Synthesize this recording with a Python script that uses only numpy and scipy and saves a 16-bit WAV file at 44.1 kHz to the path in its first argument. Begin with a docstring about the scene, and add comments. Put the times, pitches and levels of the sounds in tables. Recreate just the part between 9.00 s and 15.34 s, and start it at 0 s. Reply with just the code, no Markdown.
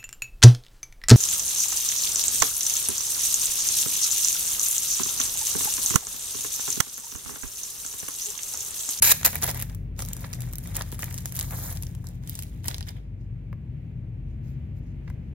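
"""Plastic sleeve torn open

Close up in a small room, quick pulls rip a sticky flap: dense noise slips through ringing modes.
Film crinkles as short damped pings and crackle; card knocks lower; a sticker sheet slides out as dense grain.
The sleeve is put aside to the right, and fingers tap (damped modes) and brush (soft grain) the sheet.
Below lie filtered-noise traffic and hiss, and sine tones for mains hum, a drone and three far engines."""
import sys
import numpy as np
from scipy import signal
from scipy.fft import rfft, irfft, next_fast_len
from scipy.io import wavfile
from scipy.ndimage import uniform_filter1d, map_coordinates

SR = 44100
rng = np.random.default_rng(int(sys.argv[2]) if len(sys.argv) > 2 else 0)


def write(x):
    x = np.atleast_2d(x).T
    wavfile.write(sys.argv[1], SR, np.round(np.clip(x, -1, 1) * 32767).astype(np.int16))


N = 279594

# colour of crackling film: frequency_hz, relative density_db (per Hz)
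FILM_COLOUR = [(300, -27.5), (1200, -25.5), (2300, -9.5), (3200, -7.5), (4400, -6.5), (7300, 2), (9600, 3),
               (12000, -3.5), (15500, -4.5)]
# colour of the stiff card: frequency_hz, relative density_db (per Hz)
CARD_COLOUR = [(120, -20.5), (300, -7.5), (550, 2), (850, -1), (1200, -6.5), (1700, -3), (2400, -5.5),
               (2900, -13.5), (3700, -8), (9000, -31)]
TOP_HZ = 15900  # upper band limit
PULL_ATTACK_S, PULL_RELEASE_S = 0.0009, 0.002  # exponential time constants
LEFT_RIGHT = np.array([[.5], [-.5]])  # splits a left-right difference over both channels


def amp(db):
    """Decibels to amplitude."""
    return 10 ** (np.asarray(db) / 20)


def unit(x):
    """Scale x to rms 1."""
    return x / np.sqrt(np.mean(x ** 2) + 1e-20)


def along(points, hz):
    """Interpolate (Hz, value) points on a log-frequency axis."""
    point_hz, value = np.transpose(points)
    return np.interp(np.log(hz + 1), np.log(point_hz + 1), value)


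def curves(rows):
    """Interpolate each column after the time to one value per sample."""
    time_s, *columns = np.transpose(rows)
    return [np.interp(np.arange(N) / SR, time_s, column) for column in columns]


def wobble(rate):
    """A smooth random curve with rate knots a second."""
    knots = rng.standard_normal(int(N * rate / SR) + 4)
    return map_coordinates(knots, [np.arange(N) * rate / SR])


def noise(size=N):
    """Two unrelated white noises."""
    return rng.standard_normal((2, size))


def filtered(x, response):
    """Multiply the spectrum of x by a complex response of frequency."""
    size = next_fast_len(N + SR // 2)
    return irfft(rfft(x, size) * response(np.fft.rfftfreq(size, 1 / SR)), size)[..., :N]


def coloured(x, spectrum, size=8192):
    """Causal minimum-phase filter with this spectrum that keeps the power of white noise."""
    gain = unit(amp(along(spectrum, np.fft.rfftfreq(size, 1 / SR))))
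    cepstrum = irfft(np.log(gain))
    cepstrum[1:size // 2] *= 2  # fold the mirrored half forward in time
    cepstrum[size // 2 + 1:] = 0
    impulse_response = irfft(np.exp(rfft(cepstrum)))
    return signal.fftconvolve(x, impulse_response[None], axes=1)[:, :N]


def resonance(hz, centre_hz, width_hz):
    """Causal response of one mode, 1 at its centre."""
    return 1j * hz * width_hz / (centre_hz ** 2 - hz ** 2 + 1j * hz * width_hz)


def held(start, length, attack_s, release_s):
    """Rise exponentially up to the start, hold for the length, then decay exponentially."""
    t = np.arange(N) / SR - start
    exponent = np.minimum(t, 0) / attack_s - np.maximum(t - length, 0) / release_s
    return np.exp(np.maximum(exponent, -40))


def impulses(times, sizes):
    """A track with one spike of each size at each time."""
    return np.bincount(np.clip(np.asarray(times) * SR, 0, N - 1).astype(int), sizes, N)


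def bursts(spikes, crack_t60, ring_t60, ring_db, size=4096):
    """Each spike becomes a noisy crack and a weaker, longer shiver."""
    t = np.arange(size) / SR
    power = amp(-60 * t / crack_t60) ** 2 + amp(ring_db - 60 * t / ring_t60) ** 2
    envelope = np.sqrt(np.abs(signal.fftconvolve(spikes ** 2, power)[:N]))
    return envelope * np.sign(noise())


def slips(rate, scatter, spread_db):
    """Spikes at an uneven rate with uneven sizes."""
    count = int(rate * N / SR)
    late, strength = rng.standard_normal((count, 2)).T
    times = ((np.arange(count) + scatter * late) / rate) % (N / SR)
    return impulses(times, amp(spread_db * np.clip(strength, -2, 2)))


def pings(s, gain, hz, life):
    """One short damped sine for each time, swelling to its peak at life and dying away."""
    t = np.arange(int(10 * life * SR)) / SR
    phase = rng.uniform(0, 2 * np.pi, (len(s), 2)).T[..., None]  # unrelated in the two channels
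    envelope = gain[:, None] * t / life * np.exp(1 - t / life)
    waves = envelope * np.sin(2 * np.pi * hz[:, None] * t + phase)
    index = np.abs(s * SR).astype(int)[:, None] + np.arange(len(t))
    return np.array([np.bincount(index.ravel(), wave.ravel(), N)[:N] for wave in waves])


def pops(s, db, hz, life, detune, smear, count=6):
    """Each pop rings several patches of sheet, scattered in pitch, time and strength."""
    pitch, late, strength = rng.standard_normal((len(s), count, 3)).T
    share = amp(3.24 * strength) / np.linalg.norm(amp(2.5 * strength), axis=0)
    patch_hz = np.minimum(hz * np.exp(detune * pitch), TOP_HZ)
    return pings((s + smear * late).ravel(), (amp(db) * share).ravel(), patch_hz.ravel(), life)


def crackle(rate, low_hz, high_hz, life, spread_db):
    """Pings at random moments, each with its own pitch and size; rms 1."""
    count = int(rate * N / SR)
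    when, pitch = rng.random((count, 2)).T
    gain = amp(spread_db * np.clip(rng.standard_normal(count), -2, 2))
    return unit(pings(when * N / SR, gain, low_hz + pitch * (high_hz - low_hz), life))


def creases(level_db, rate, spread_db):
    """Small creases give way at random moments, each with a pitch and size of its own."""
    count = int(rate * N / SR)
    when, pitch, strength = rng.random((count, 3)).T
    low_hz, high_hz = 2600, 14000
    local_db = level_db[(when * (N - 1)).astype(int)]
    db = local_db + spread_db * np.minimum(-np.log(1 - strength), 3)
    centre_hz = low_hz + pitch * (high_hz - low_hz)
    return pops(when * N / SR, db, centre_hz, life=0.00013, detune=0.12, smear=.0003, count=4)


def effort(grips):
    """Level in dB of overlapping grips; creases give way, so each sags while it is held."""
    attack_s, release_s = 0.0093, 0.022  # film crackles at once and settles slowly
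    sag_db_per_s = 7.5
    t = np.arange(N) / SR
    power = 0
    for start, length, db in grips:
        sagging_db = db - sag_db_per_s * np.clip(t - start, 0, length)
        power = power + (amp(sagging_db) * held(start, length, attack_s, release_s)) ** 2
    return 10 * np.log10(power)


def tone(hz, waver):
    """A sine of rms 1 whose phase wanders a little."""
    phase = 2 * np.pi * np.cumsum(hz * np.ones(N)) / SR
    return np.sqrt(2) * np.sin(phase + waver * wobble(4.4))


def room(x):
    """Bare walls: each frequency of a noise tail dies at its own speed."""
    # decay of the room: frequency_hz, t60_s
    decay_times = [(200, 0.2), (2000, 0.55), (8000, 0.44), (15000, 0.397)]
    hz, t, z = signal.stft(noise(SR // 2), SR, nperseg=256)
    decay = amp(-60 * t / along(decay_times, hz)[:, None])
    tail = signal.istft(z * decay, SR, nperseg=256)[1]
    return signal.fftconvolve(x, tail / np.linalg.norm(tail[0]), axes=1)[:, :N]


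def desk(x, count=9):
    """The desk and nearby things return weak copies within a few milliseconds."""
    delay_s, gain = rng.uniform(.0008, .009, count), rng.standard_normal(count)
    gain = gain / np.linalg.norm(gain)
    echoes = np.bincount(np.abs(delay_s * SR).astype(int), gain)
    return signal.fftconvolve(x, echoes[None], axes=1)[:, :N]


def ports(x):
    """Shared and unshared parts reach two microphone ports, differing in phase and level by frequency."""
    # likeness of the ports: frequency_hz, coherence (limited to 0-1 below)
    likeness = [(150, 1.5), (300, 0.42), (500, 0), (1000, 0.06), (1600, 0.3), (2400, 0), (6400, 0),
                (7300, 0.94), (9000, 0.8), (13000, 2.8), (14000, 1.2), (15000, 0.5)]
    # phase between the ports: frequency_hz, left_lead_rad (negative: left lags)
    phase_lead = [(50, .2), (130, .2), (250, 0), (650, -.9), (1000, 0), (1700, -.5), (2500, -.2),
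                  (3200, -1.0), (3900, -.6), (5000, -2.4), (5900, -2.9), (6500, -3.85), (7300, -3.9),
                  (9200, -3.14), (11000, -1.8), (13300, -.15), (16000, .5)]
    # level between the ports: frequency_hz, left_minus_right_db
    balance = [(60, 1.5), (120, 4), (380, 2), (700, -2.5), (1300, -0.5), (4400, -1), (9000, 0)]

    def blend(hz):
        angle = np.arccos(np.clip(along(likeness, hz), 0, 1)) / 2
        return np.array([np.cos(angle), np.sin(angle)])

    def offset(hz):
        level = amp(LEFT_RIGHT * along(balance, hz))
        return level * np.exp(1j * LEFT_RIGHT * along(phase_lead, hz))

    shared, apart = filtered(x, blend)
    return filtered(np.array([shared + apart, shared - apart]), offset)


def to_the_right(x):
    """Below the treble, sound from the side reaches the right port first and louder."""
    # level between the ports: frequency_hz, left_minus_right_db
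    side_balance = [(300, -9.5), (800, -1.5), (5300, -2.5), (6500, 0)]
    delay_s = .00036

    def offset(hz):
        lag = np.minimum(2 * np.pi * hz * delay_s, 4 * np.pi)  # whole turns above the limit: no lag
        return amp(LEFT_RIGHT * along(side_balance, hz)) * np.exp(-1j * LEFT_RIGHT * lag)

    return filtered(x, offset)


def ambience():
    """Filtered noise: traffic rumble ebbs and comes nearer, and a faint hiss partly follows it."""
    # traffic: time_s, rumble_db
    traffic = [(.15, -40), (.9, -37), (3.3, -38.5), (4.15, -40), (5.5, -37.5), (6.3, -36.5)]
    # colour of the rumble: frequency_hz, relative density_db (per Hz)
    rumble_colour = [(20, -46.5), (36, -16.5), (48, 0), (60, -4.5), (85, 1.5), (105, -2), (145, -3),
                     (180, -10.5), (250, -16), (350, -23), (600, -31.5), (1100, -45.5), (3000, -78.5)]
    # colour of the hiss: frequency_hz, relative density_db (per Hz)
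    hiss_colour = [(300, -7.5), (1100, -5.5), (1700, -1), (2300, 2.5), (2900, -3), (3600, -11), (5500, -20),
                   (8000, -17), (11500, -21.5), (15500, -32.5)]
    hiss_base_db, hiss_follows = -67, .6  # the second is dB of hiss per dB of rumble
    rumble_db, = curves(traffic)
    hiss_db = hiss_base_db + hiss_follows * (rumble_db - rumble_db.mean()) + 0.73 * wobble(5)
    rumble = amp(rumble_db) * coloured(noise(), rumble_colour)
    return rumble + amp(hiss_db) * coloured(noise(), hiss_colour)


def engine(track):
    """Sines at multiples of a far engine's firing rate, dulled by the walls."""
    # engine orders: multiple_of_firing_rate (ratio), relative level_db
    orders = [(1, -1), (2, -1), (3, -6.5), (3.5, -2), (5, -2)]
    # what the walls let through: frequency_hz, gain_db
    walls = [(45, -14.5), (66, -0.5), (85, -0.5), (140, 1.5), (175, -2.5), (240, -10.5), (340, -18.5),
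             (450, -22.5)]
    firing_hz, level_db = curves(track)
    total = np.zeros(N)
    for order, order_db in orders:
        hz = order * firing_hz
        total += amp(level_db + order_db + along(walls, hz)) * tone(hz, waver=.3)
    return total


def hum():
    """Wavering sines make mains hum and a drifting drone; three far engines join them."""
    # drone that swells and recedes: time_s, pitch_hz, level_db (before its sway)
    drone_track = [(.2, 118, -53), (.5, 119, -41), (1.0, 122, -47.5), (1.45, 123, -35), (1.75, 123, -47),
                   (2.05, 126, -39.5), (3.05, 124, -41), (3.8, 123, -49.5), (4.3, 119, -44),
                   (6.3, 119, -53)]
    # far engine running on and fading: time_s, firing_hz, level_db (before orders and walls)
    passing_engine = [(0, 80.2, -53.5), (.5, 81.89, -44.5), (.9, 83.83, -45.5), (1.2, 86, -47.5),
                      (2.2, 87.57, -46), (3.1, 86.68, -44.5), (3.5, 83.27, -49.5), (4.5, 83.1, -51),
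                      (4.9, 82.5, -68)]
    # far engine pulling away, same columns: time_s, firing_hz, level_db
    leaving_engine = [(4.3, 46.23, -55), (4.5, 52.89, -43.5), (4.65, 67.38, -43.5), (4.8, 77.86, -42),
                      (5.0, 84.6, -43), (5.3, 85.34, -52.5), (6.34, 85.34, -49)]
    # far engine at a nearly steady speed, same columns: time_s, firing_hz, level_db
    cruising_engine = [(4.6, 63.65, -55.5), (4.95, 65.86, -56), (5.4, 67.54, -39.5), (6.34, 69.26, -46)]
    drone_hz, drone_db = curves(drone_track)
    drone = amp(drone_db + 3.5 * wobble(5.5)) * tone(drone_hz, waver=0.15)
    mains_tones = tone(49.5, waver=0.69) + amp(-4) * tone(99, waver=0.94)
    mains = amp(-44 + 5.5 * wobble(2.7)) * mains_tones
    engines = engine(passing_engine) + engine(leaving_engine) + engine(cruising_engine)
    return np.array([mains + drone + engines, np.zeros(N)])  # all in the shared part


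def taps(size=4096):
    """A fingertip gives a hard nail click and damped modes of the stiff sheet, weighted by pitch."""
    # taps: time_s, knock_db (before mode and mix gains), centre_hz, click_db
    tap_events = [(4.5291, -28.5, 948.5, -33.5), (6.0806, -35.5, 1915, -52), (6.102, -31.5, 1643, -45.5)]
    # modes of the sheet: frequency_hz, relative level_db, t60_s
    sheet_modes = [(570, -3.5, 0.034), (1063, -2.5, 0.015), (1602, -3, 0.013), (2016, -2, 0.017),
                   (2520, -13.5, 0.011)]
    # colour of the nail's click: frequency_hz, relative density_db (per Hz)
    nail_colour = [(300, -8.5), (900, 2.5), (2200, 2.5), (3700, -13), (5500, -7.5), (9000, -18),
                   (15500, -13.5)]
    reach_octaves = 1.0  # how far around its centre a tap excites the sheet
    t = np.arange(size) / SR
    s, knock_db, centre_hz, click_db = np.transpose(tap_events)
    knock = np.zeros(N)
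    for hz, db, t60 in sheet_modes:
        weight = amp(knock_db + db) * np.exp(-(np.log2(hz / centre_hz) / reach_octaves) ** 2)
        ring = amp(-60 * t / t60) * np.sin(2 * np.pi * hz * t)
        knock += signal.fftconvolve(impulses(s, weight), ring)[:N]
    click = bursts(impulses(s, amp(click_db)), crack_t60=.003, ring_t60=.03, ring_db=-23.5)
    return knock * amp([[-4], [-14]]) + coloured(click, nail_colour)  # knock mostly shared


def slides():
    """Rubbing surfaces: slips so dense that they hiss; each stroke gathers speed and stops sooner."""
    # sheet on film, then fingertips on sheet: fastest_s, run_up_s, level_db (before mix gains)
    strokes = [(2.45, 0.024, -53.5), (2.67, 0.21, -36), (5.505, 0.06, -67), (5.785, 0.035, -70.5)]
    # swishes of the sheet turned in the hands: start_s, length_s, level_db (before smoothing)
    swish_events = [(4.21, 0.022, -70), (5.29, 0.045, -74), (5.45, .065, -66), (5.765, 0.03, -73),
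                    (5.86, 0.035, -70.5), (6.05, .07, -71.5), (6.24, 0.033, -77)]
    # colour of the swish: frequency_hz, relative density_db (per Hz)
    swish_colour = [(500, -10), (1500, 3.5), (3000, -3.5), (6000, -1), (7500, -2), (10000, -13),
                    (15500, -18)]
    # colour of the brushing: frequency_hz, relative density_db (per Hz)
    finger_colour = [(500, 1), (1500, -8.5), (2300, -24), (2900, -17.5), (3800, -5), (5000, -7),
                     (7000, -0.5), (11000, -0.5), (13000, -2.5), (15500, -3)]
    stop_share = 0.36  # stopping time as a share of the run-up
    t = np.arange(N) / SR
    stroke = np.zeros(N)
    for fastest_s, run_up, db in strokes:
        span = np.where(t < fastest_s, run_up, stop_share * run_up)
        stroke += amp(db) * np.exp(-((t - fastest_s) / span) ** 2)
    grain = crackle(rate=5000, low_hz=606, high_hz=15750, life=0.00017, spread_db=2.5)
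    rub = stroke * amp(1.0 * wobble(70)) * grain
    turning = uniform_filter1d(amp(effort(swish_events)), size=2600)  # gradual start and stop
    swish = coloured(turning * amp(1.8 * wobble(60)) * grain, swish_colour)
    catching = amp(-16.5 + 5 * wobble(55))  # the card catches and frees itself
    return amp(-1.5) * coloured(rub, finger_colour) + catching * coloured(rub, CARD_COLOUR) + swish


def flaps():
    """The stiff card bows or is tapped: a dull, quickly damped knock with a papery slap."""
    # card knocks: time_s, knock_db (before part gains), centre_hz, bow_db (whole card bending)
    card_events = [(.117, -12.5, 2100, -38), (.211, -28.5, 2142, -48.5), (.269, -18.5, 1736, -25.5),
                   (0.287, -30.5, 696, -30), (.33, -25, 1890, -47.5), (0.342, -26, 1790, -44),
                   (0.355, -20, 1966, -42), (0.43, -20.5, 1672, -29), (.447, -26.5, 800, -29),
                   (.484, -25.5, 1030, -32), (.502, -29, 750, -35.5), (0.993, -31.5, 808, -39),
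                   (1.243, -24, 1390, -33.5), (1.782, -31.5, 1500, -44), (1.81, -21, 1000, -37),
                   (1.927, -29.5, 650, -32.5), (2.029, -23, 1580, -32), (2.08, -31.5, 1724, -44.5),
                   (2.109, -33.5, 1790, -45), (3.684, -31.5, 1780, -30), (3.711, -28, 1940, -41),
                   (3.809, -32, 1700, -42), (6.077, -33, 1700, -58)]
    s, knock_db, hz, bow_db = np.transpose(card_events)
    s = s + .001  # the card gives way just after the touch
    knock = pops(s, knock_db - 4.0, hz, life=0.0006, detune=.24, smear=0.0017, count=12)
    slap_spikes = impulses(s, amp(knock_db - 9.0))
    slap = bursts(slap_spikes, crack_t60=0.015, ring_t60=0.12, ring_db=-10.5)
    bow = pops(s, bow_db, 470, life=0.0012, detune=0.39, smear=.002)
    return knock + bow + coloured(slap, CARD_COLOUR)


def rustle():
    """Worked film sheds fine crackle and separate small pops in fits and starts; the card crumples lower."""
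    # grips of the hands: start_s, length_s, rustle_db, crumple_db (both before mix gains)
    hand_grips = [(0.285, 0.1, -42, -50), (0.422, 0.072, -34.5, -39), (0.551, 0.075, -41.5, -48),
                  (0.701, .01, -54, -53.5), (0.994, 0.023, -41, -46.5), (1.075, 0.25, -50, -54.5),
                  (1.342, 0.16, -50.5, -55.5), (1.512, 0.094, -60.5, -57.5), (1.639, 0.079, -48.5, -53.5),
                  (1.749, 0.058, -43, -47), (1.856, 0.19, -51.5, -59), (1.996, 0.2, -47.5, -54),
                  (2.224, 0.082, -48.5, -58.5), (2.343, 0.096, -41, -50.5), (2.512, 0.27, -46, -55.5),
                  (2.818, 0.046, -49, -62), (3.06, 0.038, -63, -60.5), (3.268, 0.2, -53.5, -62.5),
                  (3.654, 0.012, -50, -55), (3.688, 0.058, -53, -53), (3.875, 0.012, -49, -47.5),
                  (3.965, 0.009, -68, -54.5)]
    # slack sleeve creeping between moves: start_s, length_s, level_db (before mix gains)
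    creep_events = [(2.9, 0.27, -65), (3.22, 0.2, -66.5), (3.52, 0.079, -64.5)]
    grips = np.array(hand_grips)
    fits_db = 3.5 * wobble(45)
    film_db = effort(grips[:, :3]) + fits_db
    body_db = effort(np.delete(grips, 2, axis=1)) + 0.26 * fits_db + 2.5 * wobble(70)
    creep_db = effort(creep_events)
    fine = crackle(rate=3900, low_hz=988, high_hz=15600, life=0.00018, spread_db=1.5)
    tick_spikes = slips(rate=97, scatter=0.89, spread_db=2.5)
    ticks = unit(bursts(tick_spikes, crack_t60=0.0024, ring_t60=0.017, ring_db=-12))
    crumple = crackle(rate=1500, low_hz=200.1, high_hz=3870, life=0.00064, spread_db=2.5)
    film = (amp(film_db) + amp(creep_db)) * amp(-2.5) * (fine + ticks)
    film += creases(film_db + 2.5, rate=120, spread_db=4.5)
    body_level = amp(body_db) + amp(creep_db - 1.5)  # slow creeping also crumples low
    body = body_level * (crumple + amp(-11.0) * ticks)
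    return coloured(film, FILM_COLOUR) + amp(-6.0) * coloured(body, CARD_COLOUR)


def snaps():
    """A crease pops with a bright tick amid a ragged run of smaller ones, and shakes the sheet around it."""
    # loudest creases: time_s, snap_db (before part gains), centre_hz, flex_db (flexing sheet)
    crease_events = [(.213, -20.5, 9000, -39), (.232, -13.5, 6960, -22.5), (.3305, -19.5, 11440, -41.5),
                     (.347, -16, 10880, -32.5), (0.3555, -7, 12520, -32), (0.365, -19, 7010, -38),
                     (.418, -16, 12000, -42), (0.4249, -10, 6916, -29), (0.4293, -17, 10980, -34),
                     (0.433, -6.5, 9130, -23.5), (0.4383, -4.5, 10010, -28), (0.4422, -5, 9400, -18),
                     (0.466, -11.5, 10950, -30.5), (0.4758, -12, 10150, -32), (0.4792, -12, 11930, -33),
                     (0.4947, -14.5, 9060, -34.5), (.5127, -12, 11630, -35), (.546, -16, 11430, -32.5),
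                     (0.5747, -18.5, 12970, -36), (.5952, -19, 9120, -35.5), (0.6, -17.5, 10300, -26.5),
                     (0.6141, -16.5, 9940, -44), (0.6242, -7, 10150, -30.5), (0.698, -29, 7980, -40.5),
                     (0.7483, -23.5, 10800, -45.5), (0.9919, -15, 7170, -27.5), (1.004, -19, 6990, -28),
                     (1.0226, -15, 8810, -28.5), (1.0506, -18.5, 10950, -51.5),
                     (1.0608, -21.5, 11680, -50.5), (1.087, -16, 9850, -49.5), (1.1331, -11.5, 7600, -42),
                     (1.1672, -20.5, 8540, -36.5), (1.2081, -23, 11970, -55), (1.2473, -28, 4664, -38),
                     (1.331, -15.5, 8950, -36), (1.3356, -17, 5900, -27.5), (1.3461, -22.5, 8726, -58.5),
                     (1.4066, -19.5, 8660, -40.5), (1.4197, -19, 10700, -48), (1.5282, -25, 12300, -54),
                     (1.5347, -16, 8820, -37.5), (1.556, -18.5, 12400, -56), (1.5842, -16, 9130, -57.5),
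                     (1.6739, -19.5, 10680, -48.5), (1.7549, -14.5, 7050, -35.5),
                     (1.7614, -31.5, 4930, -29), (1.7675, -5.5, 10250, -28), (1.8109, -21, 5040, -22),
                     (1.821, -15.5, 9080, -36), (1.9181, -20.5, 9700, -52.5), (1.9245, -18, 10650, -34),
                     (1.9454, -23.5, 10200, -43.5), (1.9924, -17, 11240, -28.5),
                     (2.0233, -11.5, 8140, -37.5), (2.0316, -17, 7300, -19), (2.0427, -13.5, 11430, -47.5),
                     (2.1265, -21.5, 9800, -51), (2.143, -15.5, 9870, -46.5), (2.1789, -16.5, 7060, -44),
                     (2.1847, -17, 7850, -54), (2.2577, -11, 8200, -28.5), (2.3231, -16.5, 10900, -39),
                     (2.3509, -20, 13000, -50), (2.356, -16, 11000, -46), (2.3654, -12.5, 10670, -56),
                     (2.3707, -18.5, 9890, -40.5), (2.3808, -29, 11000, -43.5), (2.3917, -8, 11520, -36.5),
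                     (2.398, -10.5, 9000, -31), (2.411, -11, 7460, -34.5), (2.428, -13.5, 9200, -38),
                     (2.509, -19, 13000, -31.5), (2.7264, -19, 10950, -42.5), (2.7724, -20, 6600, -38),
                     (2.8249, -18, 10050, -55), (2.8343, -20.5, 8600, -34), (2.8685, -25.5, 5770, -40.5),
                     (2.9506, -29.5, 7240, -41.5), (3.043, -32.5, 9700, -36), (3.0701, -24, 7600, -53.5),
                     (3.0883, -27.5, 8300, -56.5), (3.237, -38.5, 6760, -43), (3.275, -23, 7820, -51),
                     (3.2904, -31, 10000, -56), (3.296, -15.5, 12100, -45), (3.3535, -15, 10000, -48),
                     (3.3911, -15.5, 10400, -33.5), (3.4242, -19.5, 10680, -36), (3.4342, -22, 9800, -40),
                     (3.6435, -28, 6000, -38), (3.659, -22, 11050, -46), (3.6753, -20, 10050, -44),
                     (3.683, -8.5, 8200, -38.5), (3.6863, -15.5, 5140, -28), (3.713, -25, 4520, -37),
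                     (3.7445, -15, 5160, -39), (3.7825, -22, 8300, -37), (3.8084, -22, 6800, -44),
                     (3.828, -27.5, 5100, -48.5), (3.8864, -24, 6200, -46), (3.8909, -23, 6400, -36.5),
                     (6.1, -37.5, 11100, -56)]
    s, snap_db, hz, flex_db = np.transpose(crease_events)
    tick = pops(s, snap_db - 2.5, hz, life=.0001, detune=0.3, smear=.0002)
    crack_spikes = impulses(s, amp(snap_db - 13.5))
    crack = bursts(crack_spikes, crack_t60=0.0036, ring_t60=0.022, ring_db=-4.5)
    run = pops(s, snap_db - 9.5, hz, life=0.00025, detune=0.092, smear=.0006)
    neighbours = pops(s, snap_db - 18.5, hz, life=.0001, detune=0.91, smear=0.018, count=4)
    flex = pops(s, flex_db, 1470, life=0.00031, detune=.55, smear=0.00079, count=8)
    return tick + coloured(crack, FILM_COLOUR) + run + neighbours + flex


def sleeve(x):
    """Film hanging slack adds a broad resonance that makes its crackle lower."""
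    # slackness once the card is out: time_s, slackness (0-1)
    slackness = [(2.8, 0.16), (3.2, 0.97)]
    slack = np.clip(curves(slackness)[0], 0, 1)
    return x + filtered(x * slack, lambda hz: amp(1.0) * resonance(hz, centre_hz=3600, width_hz=1640))


def peel(start, length, db):
    """Force of one pull: the glue resists most as it first gives way and as its last strip lets go."""
    grab_db, grab_s = 4.5, 0.008
    last_db, last_s = 8, 0.013
    t = np.clip(np.arange(N) / SR - start, 0, length)
    surge_db = grab_db * np.exp(-t / grab_s) + last_db * np.exp((t - length) / last_s)
    return amp(db + surge_db) * held(start, length, PULL_ATTACK_S, PULL_RELEASE_S)


def rips():
    """Glue lets go in hundreds of tiny slips a second; the taut flap rings and tugs the card."""
    # pulls: start_s, length_s, level_db (before surge and mix), flap_pitch (ratio), tug_db (before rise and mix)
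    pulls = [(0.0231, 0.099, -14, 1.0, -38), (0.248, .015, -16, 1.08, -25.5),
             (0.269, 0.011, -28, 0.92, -27.5)]
    # colour of the tearing glue: frequency_hz, relative density_db (per Hz)
    adhesive_colour = [(120, -32.5), (400, -16), (1000, -11.5), (1600, -9.5), (2350, -7), (3100, -10),
                       (5000, -4.5), (7500, 1.5), (9200, -1), (11500, -1), (15500, -4)]
    # ringing of the taut flap: frequency_hz (before pitch ratio), width_hz, level_db
    flap_modes = [(899, 130, 0.5), (1650, 270, 0), (2388, 150, 7), (3860, 350, -3), (11300, 450, -1.5)]
    tug_rise_db, tug_s = 5, 0.035  # the card is dragged along more as a pull ends
    t = np.arange(N) / SR
    out = np.zeros((2, N))
    for start, length, db, pitch, tug_db in pulls:
        def flap(f):
            return 1 + sum(amp(mode_db) * resonance(f, pitch * hz, width) for hz, width, mode_db in flap_modes)

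        glue_slips = slips(rate=900, scatter=0.35, spread_db=2.0)
        tearing = unit(bursts(glue_slips, crack_t60=0.0033, ring_t60=0.0094, ring_db=-5.0))
        force = peel(start, length, db)
        rise_db = tug_rise_db * np.exp(np.minimum(t - start - length, 0) / tug_s)
        drag = amp(tug_db + rise_db) * held(start, length, PULL_ATTACK_S, PULL_RELEASE_S)
        out += amp(-2.5) * filtered(coloured(force * tearing, adhesive_colour), flap)
        out += amp(-11.0) * coloured(drag * tearing, CARD_COLOUR)
    # the first pull starts with a squeak
    squeak = unit(filtered(noise(), lambda f: resonance(f, centre_hz=10900, width_hz=910) ** 2))
    squeak_envelope = held(pulls[0][0], 0.0099, PULL_ATTACK_S, PULL_RELEASE_S)
    return out + amp(-12.5) * squeak_envelope * squeak


def scene():
    """The handled plastic above a desk in its room, over the hum; the hand carries it right and back."""
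    # place of the handled sleeve: time_s, share_of_the_way_right (0-1)
    hand_path = [(2.95, 0.01), (3.2, 1), (4.05, 0.94), (4.4, 0.17)]
    hands = rips() + sleeve(snaps() + rustle()) + flaps() + taps() + slides()
    direct = (hands + amp(-13.5) * desk(hands)) * amp([[0], [-3.5]])  # less of the unshared part
    aside = np.clip(curves(hand_path)[0], 0, 1)
    ahead = ports(direct * (1 - aside) + amp(-15.5) * room(hands) + ambience() + hum())
    return ahead + to_the_right(ports(direct * aside))


def record(dry):
    """Clip at full scale, fade both ends within milliseconds and cut steeply above the band limit."""
    faded = np.clip(dry, -1, 1) * signal.windows.tukey(N, .003)
    return filtered(faded, lambda hz: 1 / np.sqrt(1 + (hz / TOP_HZ) ** 220))


dry = scene()
out = record(dry)
write(out)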